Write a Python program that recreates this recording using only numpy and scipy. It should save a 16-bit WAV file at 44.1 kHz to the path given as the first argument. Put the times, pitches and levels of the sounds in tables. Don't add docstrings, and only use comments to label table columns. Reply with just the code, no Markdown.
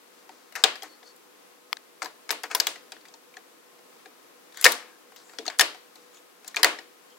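import sys
import numpy as np
from scipy import signal
from scipy.fft import rfft, irfft, next_fast_len
from scipy.io import wavfile
from scipy.ndimage import uniform_filter1d

SR = 44100
rng = np.random.default_rng(int(sys.argv[2]) if len(sys.argv) > 2 else 0)


def digitize_waveform(pressure):
    field = np.atleast_2d(pressure).T
    bounded = np.clip(field, -1, 1)
    quanta = np.round(bounded * 32767).astype(np.int16)
    wavfile.write(sys.argv[1], SR, quanta)


def volts(x):
    e = np.asarray(x, float) / 20
    return 10 ** e


N = 316638
TIME_S = np.arange(N) / SR
RING_S = np.arange(4400) / SR
LEFT_RIGHT = np.array([[1], [-1]])
SCATTER_DB = 2.5
WALL_BLUR, TOP_HZ = 6, 16500


def band(x, lo_hz, hi_hz):
    return signal.sosfilt(signal.butter(2, [lo_hz, hi_hz], "bandpass", fs=SR, output="sos"), x)


def highpass(x, order, hz):
    return signal.sosfilt(signal.butter(order, hz, "highpass", fs=SR, output="sos"), x)


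def unit(x):
    return x / np.sqrt(np.mean(x ** 2))


def on_log(table, hz):
    table = np.array(table)
    return np.interp(np.log(hz), np.log(table[:, 0]), table[:, 1])


def add(out, start_s, sound):
    i = int(start_s * SR)
    out[..., i:i + sound.shape[-1]] += sound[..., :N - i]


# freq_hz, density_db_per_hz
HISS = [(70, -37.5), (156, -15.5), (304, -4.5), (484, -5), (565, -8), (1200, -10), (2930, -15.5),
        (16200, -23.5)]
# freq_hz, balance_db
HISS_BALANCE = [(200, 0), (700, 1.5), (1300, 3), (4400, 4), (15000, 2)]
# centre_hz, width_hz, level_db
HUM = [(490.4, 23, -66.5), (1060, 40, -73.5), (1260, 8.1, -75)]
HISS_DB = -54
WHINE_HZ, WHINE_DB = 11719, -77


def background():
    size = next_fast_len(N)
    hz = np.maximum(np.arange(size // 2 + 1) * SR / size, 1)
    lean_db = on_log(HISS_BALANCE, hz) / 2
    colour_db = on_log(HISS, hz) + LEFT_RIGHT * lean_db
    hiss = irfft(rfft(rng.standard_normal((2, size))) * volts(colour_db), size)[:, :N]
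    waver = uniform_filter1d(rng.standard_normal(N), size=6000)
    out = unit(hiss) * volts(HISS_DB - 0.5 + 0.5 * unit(waver))
    for centre_hz, width_hz, level_db in HUM:
        noise = rng.standard_normal((2, N))
        mid, side = band(noise, centre_hz - width_hz / 2, centre_hz + width_hz / 2)
        out = out + volts(level_db) * (unit(mid) + 0.6 * unit(side) * LEFT_RIGHT)
    return out + volts(WHINE_DB + 4) * np.sin(2 * np.pi * WHINE_HZ * TIME_S)


# centre_hz, t60_s, level_db
ROOM = [(250, 0.39, -5.5), (500, 0.28, -8), (1000, 0.27, -16.5), (2000, 0.33, -20), (3740, 0.35, -22),
        (8000, 0.26, -20), (13090, 0.23, -22.5)]


def room(dry):
    t = TIME_S[:SR // 2]
    echo = 0
    for hz, t60_s, level_db in ROOM:
        mid, side = band(rng.standard_normal((2, len(t))), hz / 1.365, hz * 1.426)
        pair = mid + min(hz / 1300, 1) * side * LEFT_RIGHT
        echo = echo + volts(level_db - 60 * t / t60_s) * pair
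    echo = echo * (1 - np.exp(-t / 0.0013)) * volts(-30 + 1.5 * LEFT_RIGHT)
    return signal.fftconvolve(dry, echo, axes=1)[:, :N]


# freq_hz, share_of_left_lean
SHADOW = [(300, 0.21), (700, .2), (1300, 0.4), (2400, 0.4), (4400, 1), (8000, 0), (15000, 0.61)]


def ring(modes, port_s, pan_db):
    hz, db, t60_s = np.transpose(modes)[:, :, None]
    t = RING_S[:int(t60_s.max() * SR)]
    chance = rng.standard_normal((4, len(modes), 1))
    phase = 2 * np.pi * hz * t + chance[3]
    size = volts(db + SCATTER_DB * chance[0] - 60 * t / t60_s)
    left = size * np.sin(phase)
    shade = volts(SCATTER_DB * chance[1] - pan_db * on_log(SHADOW, hz))
    right = size * shade * np.sin(phase + 2 * np.pi * hz * port_s * chance[2])
    wall_size = np.sqrt(WALL_BLUR) * volts(db - 60 * WALL_BLUR * t / t60_s)
    walls = wall_size * np.sin(phase - chance[3])
    return np.array([left.sum(axis=0), right.sum(axis=0), walls.sum(axis=0)])


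# freq_hz, level_db, t60_s
SHELL = [(966.5, -69, 0.059), (1700, -4, 0.016), (2800, -7.5, 0.02), (4500, 3, 0.013), (7350, -2.5, 0.013),
         (8655, -30.5, .01)]


def shell(centre_hz, fall_db, count=48):
    table = np.array(SHELL)
    lowest_hz, highest_hz = table[0, 0], table[-1, 0]
    place = (np.arange(count) + rng.random(count)) / count
    hz = lowest_hz * (highest_hz / lowest_hz) ** place
    db = on_log(table[:, :2], hz) - fall_db * np.abs(np.log2(hz / centre_hz))
    t60_s = np.minimum(on_log(table[:, ::2], hz), 0.036)
    return np.transpose([hz, db, t60_s])


# start_s, rise_ms, fall_ms, peak_db, treble_db (re level)
STROKES = [(.1, 100, 64, -66, 6), (.285, 26, 400, -57.5, 1), (.558, 7, 70, -32.5, -2.5),
           (.833, 8, 47, -38, -5), (.88, 20, 130, -60, 0), (1.03, 47, 50, -52, 3), (2.021, 5, 18, -27, -2),
           (2.04, 13, 28, -36.5, -4), (2.436, 5.3, 34, -30.5, -7.5), (2.498, 16, 50, -30.5, -3),
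           (2.557, 10, 26, -32.5, 0), (2.669, 8.2, 45, -45, -8), (4.535, 63, 25, -45.5, 4),
           (4.775, 20, 130, -43, -10), (5.158, 8, 77, -51, 4.5), (5.2, 156, 40, -53, -1.5),
           (5.491, 14, 66, -40, -13.5), (5.948, 10.6, 280, -60.5, 4), (6.426, 8, 16, -54, -1.5),
           (6.452, 21, 8, -47, 2), (6.49, 22, 15, -54, 4), (6.572, 11, 52, -38, -0.5),
           (7.09, 19, 50, -67, 1)]
# start_s, end_s, pitch_hz, width_hz, level_db
SQUEAKS = [(0.864, 0.983, 4400, 260, -60), (1.036, 1.124, 4400, 250, -56.5), (1.053, 1.097, 6170, 500, -78),
           (4.556, 4.634, 1700, 601, -50.5), (4.545, 4.646, 3500, 600, -53.5),
           (4.585, 4.663, 7430, 1288, -44.5), (4.838, 5.0, 1640, 160, -64), (5.2, 5.384, 7240, 1100, -61),
           (6.124, 6.203, 6710, 1229, -58.5), (6.119, 6.209, 3470, 595, -64.5),
           (7.092, 7.159, 3160, 300, -64.5)]
STROKE_START_DB, STROKE_END_DB = -14, -15


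def sliding():
    slips = rng.standard_normal(N) * volts(2.2 * rng.exponential(size=N))
    shaken = signal.fftconvolve(slips, ring(shell(2500, fall_db=5), 0, 0)[2])[:N]
    body = unit(band(shaken, 700, 3300))
    treble = unit(band(unit(shaken) + 0.2 * unit(slips), 3200, 13000))
    out = np.zeros(N)
    for start_s, rise_ms, fall_ms, peak_db, treble_db in STROKES:
        knots_s = start_s + np.cumsum([0, rise_ms, fall_ms]) / 1000
        knots_db = peak_db + np.array([STROKE_START_DB, 0, STROKE_END_DB])
        span = slice(int(knots_s[0] * SR), int(knots_s[-1] * SR))
        t = TIME_S[span]
        fade = np.clip(np.minimum(t - knots_s[0], knots_s[-1] - t) / 0.0039, 0, 1)
        level = fade * volts(np.interp(t, knots_s, knots_db) - 3.5)
        out[span] += level * (body[span] + volts(treble_db) * treble[span])
    for start_s, end_s, hz, width_hz, level_db in SQUEAKS:
        span = slice(int(start_s * SR), int(end_s * SR))
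        whistle = band(slips[span], hz - width_hz / 2, hz + width_hz / 2)
        out[span] += volts(level_db) * unit(whistle) * np.sqrt(np.hanning(len(whistle)))
    return out * volts([[3], [-4], [3]])


# start_s, peak_db, pitch_hz, t60_s
PANELS = [(0.6384, -3, 3640, 0.026), (4.6543, 1.5, 1775, 0.034), (4.6445, -12, 5750, .03),
          (4.664, -11.5, 2265, 0.074), (5.48, -27, 705, 0.07), (2.671, -26, 1780, 0.05),
          (4.6614, -5.5, 1820, 0.05), (5.4789, -14, 4340, 0.029), (5.5952, -11, 1820, 0.1),
          (6.567, -17, 2430, 0.029), (6.6308, -9, 1910, 0.037), (6.6454, -10, 2020, 0.04),
          (.641, -29, 313, 0.079), (.642, -19.5, 763, 0.1), (4.655, -20, 683, .08),
          (4.658, -17, 524, 0.088)]


def door_panels():
    out = np.zeros((3, N))
    for start_s, peak_db, hz, t60_s in PANELS:
        t60_s = min(t60_s, 0.09)
        pair = [(hz, 0, t60_s), (hz * 0.93, -6, t60_s)]
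        panel = ring(pair, 2e-5, pan_db=10)
        rise = 1 - np.exp(-RING_S[:panel.shape[1]] / 0.0005)
        gain = volts(peak_db - 1.5 + np.array([[0], [0], [-6]]))
        add(out, start_s, gain * panel * rise)
    return out


# start_s, peak_db, pitch_hz
PINGS = [
    (4.6434, -6, 10100),
    (5.4624, -50.5, 9990),
    (5.5846, -35, 9960),
]


def latch_pings():
    out = np.zeros((3, N))
    for start_s, peak_db, hz in PINGS:
        add(out, start_s, volts(peak_db - 3.5) * ring([(hz, 0, 0.025)], 1e-5, pan_db=5))
    return out


# pitch_hz, t60_s
SPRING = [(9250, 0.02), (11530, 0.047), (14100, .06)]
# start_s, peak_db, lower_tone_db, upper_tone_db (tones re peak)
TWANGS = [(0.83, -41, 4, -9.5), (2.0594, -41, -12.5, -8.5), (2.3111, -30, -6, -4), (2.4339, -44, -19, -7),
          (2.549, -33, -22.5, -9.5), (2.5995, -24.5, -17.5, -10), (4.6694, -33.5, -14, -2)]


def spring_twangs():
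    out = np.zeros((3, N))
    for start_s, peak_db, low_db, high_db in TWANGS:
        tones = [(hz, db, t60_s) for (hz, t60_s), db in zip(SPRING, (low_db, 0, high_db))]
        twang = ring(tones, 1e-5, pan_db=7.5)
        rise = 1 - np.exp(-RING_S[:twang.shape[1]] / 0.001)
        add(out, start_s, volts(peak_db - 0.5) * twang * rise)
    return out


# freq_hz, level_db, t60_s
CABINET = [(295.6, -11, 0.28), (327.5, -6, 0.32), (449.6, 7.5, 0.14), (500, -14.5, 0.037), (670, -5, 0.14),
           (749, 19.5, 0.06), (920, 14.5, 0.063)]
SHELL_LOW_HZ = 650


def knock(hz, cabinet_db, crack_db, chatter_ms, pan_db):
    t = RING_S[:1200]
    slips = rng.standard_normal(len(t)) * (rng.random(len(t)) < 0.2)
    chatter = slips * np.exp(-(t * 1000 / chatter_ms) ** 1.1)
    chatter[0] = 1.83
    blow = np.sqrt(np.sum(chatter ** 2)) * (t == 0)
    fade_db = -60 * RING_S[:900] / 0.0021 * np.array([[1], [1], [WALL_BLUR]])
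    crack = rng.standard_normal((3, 900)) * volts(fade_db + np.array([[0], [-0.65 * pan_db], [7]]))
    t60_scale = np.clip(chatter_ms / 2.22, 0.3, 1.6)
    modes = np.vstack([shell(hz, fall_db=6), (hz, 3, 0.018)]) * [1, 1, t60_scale]
    parts = [(0, band(ring(modes, 3e-5, pan_db), SHELL_LOW_HZ, TOP_HZ)),
             (cabinet_db - 5.5, ring(CABINET, 5e-5, pan_db)),
             (crack_db + 6.5, band(crack, 4500, TOP_HZ))]
    out = np.zeros((3, len(RING_S) + len(t)))
    for db, part in parts:
        part = signal.fftconvolve(part, np.array([chatter, chatter, blow]), axes=1)
        add(out, 0, volts(db) * part / np.max(np.abs(part[:2].mean(axis=0))))
    return out


# time_s, treble_left_minus_right_db
AIM = [(0, 17.5), (.64, 18), (1.7, 14.5), (2.0, 20), (2.6, 8), (3.4, 13), (4.6, 12.5), (5.6, 12),
       (6.48, 12.5), (6.63, 12), (7.18, 15.5)]
CLOSE_SPAN_S, CLOSE_ROOM_DB = (1.7, 1.8), -24


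def strike(out, start_s, peak_db, hz, cabinet_db, crack_db, chatter_ms):
    pan_db = np.interp(start_s, *np.transpose(AIM))
    room_db = CLOSE_ROOM_DB * (CLOSE_SPAN_S[0] < start_s < CLOSE_SPAN_S[1])
    gain = volts(peak_db + np.array([[0], [0], [room_db]]))
    add(out, start_s, gain * knock(hz, cabinet_db, crack_db, chatter_ms, pan_db))


# start_s, peak_db, loudest_ring_hz, crack_db (re peak)
BUMPS = [(0.293, -36, 910, -38), (0.8318, -29.5, 4600, -7), (1.0296, -41.5, 2000, -26.5),
         (2.0274, -27, 4730, -10), (2.0454, -30.5, 4810, -6), (3.7894, -48.5, 1046, -25),
         (4.0577, -37.5, 1670, -34), (5.1198, -43.5, 1060, -17.5), (5.3348, -40, 1430, -17),
         (5.7464, -35, 1830, -26), (6.5954, -27, 1095, -20)]


def bumps():
    out = np.zeros((3, N))
    for start_s, peak_db, hz, crack_db in BUMPS:
        strike(out, start_s, peak_db, hz, cabinet_db=1, crack_db=crack_db, chatter_ms=3)
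    return out


# start_s, peak_db, loudest_ring_hz, crack_db (re peak)
TAPS = [(0.5232, -40.5, 1940, -10), (0.822, -27, 3260, -21.5), (1.1624, -49, 7220, 0.5),
        (2.0574, -25.5, 1025, -34.5), (2.292, -21, 2150, -23), (2.3246, -23, 1270, -12),
        (2.4345, -24.5, 5000, -10), (2.438, -21.5, 900, -23), (2.5134, -25.5, 2214, -14),
        (2.9201, -25.5, 3120, -17), (2.9654, -39, 1880, -24), (3.0844, -41, 6150, -18),
        (3.1393, -35.5, 5780, -22), (3.3403, -41.5, 2110, -24), (3.3687, -30.5, 1750, -35),
        (4.5231, -41.5, 3610, -15.5), (5.2954, -39, 1750, -23), (5.3862, -20.5, 3600, -29.5),
        (5.479, -19.5, 3640, -26.5), (5.9564, -38.5, 3546, -14), (6.4457, -39.5, 2587, -11),
        (6.7875, -28.5, 2380, -30), (7.104, -49.5, 3150, -15.5)]


def taps():
    out = np.zeros((3, N))
    for start_s, peak_db, hz, crack_db in TAPS:
        strike(out, start_s, peak_db, hz, cabinet_db=-6, crack_db=crack_db, chatter_ms=3.32)
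    return out


# start_s, peak_db, loudest_ring_hz, crack_db (re peak)
SLAMS = [(0.5599, -22.5, 1790, -13), (0.638, -2, 3300, -13), (0.7564, -29, 2500, -20),
         (2.7576, -33.5, 2000, -29), (3.0535, -37.5, 2386, -25), (4.5443, -41.5, 1770, -12),
         (4.572, -34, 1700, -5), (4.6425, -0.5, 5000, -18), (4.6452, -4.5, 5820, -7),
         (4.7194, -19.5, 5700, -3.5), (5.1615, -39, 3420, -9.5), (5.4544, -31.5, 1300, -18.5),
         (5.4645, -21, 4410, -36), (5.5947, -2, 4720, -13), (6.1452, -44.5, 3430, -10.5),
         (6.1699, -44, 3400, -23.5), (6.5445, -25, 1820, -29.5), (6.5612, -18, 6930, -25.5),
         (6.631, -3.5, 3160, -11.5)]


def slams():
    out = np.zeros((3, N))
    for start_s, peak_db, hz, crack_db in SLAMS:
        strike(out, start_s, peak_db, hz, cabinet_db=-13.5, crack_db=crack_db, chatter_ms=3.86)
    return out


# start_s, peak_db, loudest_ring_hz, crack_db (re peak), chatter_ms
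SNAPS = [(0.5538, -23.5, 2150, -14, 4.3), (1.7293, -9, 3330, -19, 0.92), (1.7694, -28.5, 2516, -34, 1.6),
         (2.0198, -18.5, 1340, -44, 2.9), (2.3059, -8, 3090, -30, 1.75), (2.3105, -18.5, 4260, -3.5, 3.1),
         (2.5491, -12, 984, -4.5, 4.2), (2.6, -5, 4980, -15, 2.8), (2.6694, -11, 3340, -12, 2.9),
         (3.0085, -46.5, 4410, -19, 3.8), (4.6125, -26, 4720, 1, 3.5), (4.624, -29, 1870, -5.5, 13),
         (4.6547, 2, 1750, -18.5, 2.27), (4.6631, -0.5, 1876, -18, 3.2), (5.5, -23.5, 2200, -23, 3.5),
         (5.5884, -26, 7960, 2.5, 1.1), (5.6093, -4.5, 3050, -11, 5.2), (6.478, -27, 6270, -5.5, 4.3),
         (6.567, -16.5, 2370, -23, 6.1), (6.6452, 2, 2050, -16, 1.9)]


def snaps():
    out = np.zeros((3, N))
    for start_s, peak_db, hz, crack_db, chatter_ms in SNAPS:
        strike(out, start_s, peak_db, hz, -41.5, crack_db, chatter_ms)
    return out


def scene():
    ringing = door_panels() + latch_pings() + spring_twangs()
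    knocks = bumps() + taps() + slams() + snaps()
    near = sliding() + ringing + knocks
    heard = near[:2] + room(near[2:])
    return highpass(heard, 6, 270) + background()


def roll_off(x):
    return signal.sosfilt(signal.butter(12, 16360, fs=SR, output="sos"), x)


OVERLOAD = 0.92


def record(dry):
    thin = highpass(np.clip(dry, -OVERLOAD, OVERLOAD), 4, 135)
    thin = signal.sosfilt(signal.ellip(6, 0.2, 30, 15900, fs=SR, output="sos"), thin)
    return roll_off(thin)


dry = scene()
out = record(dry)
digitize_waveform(out)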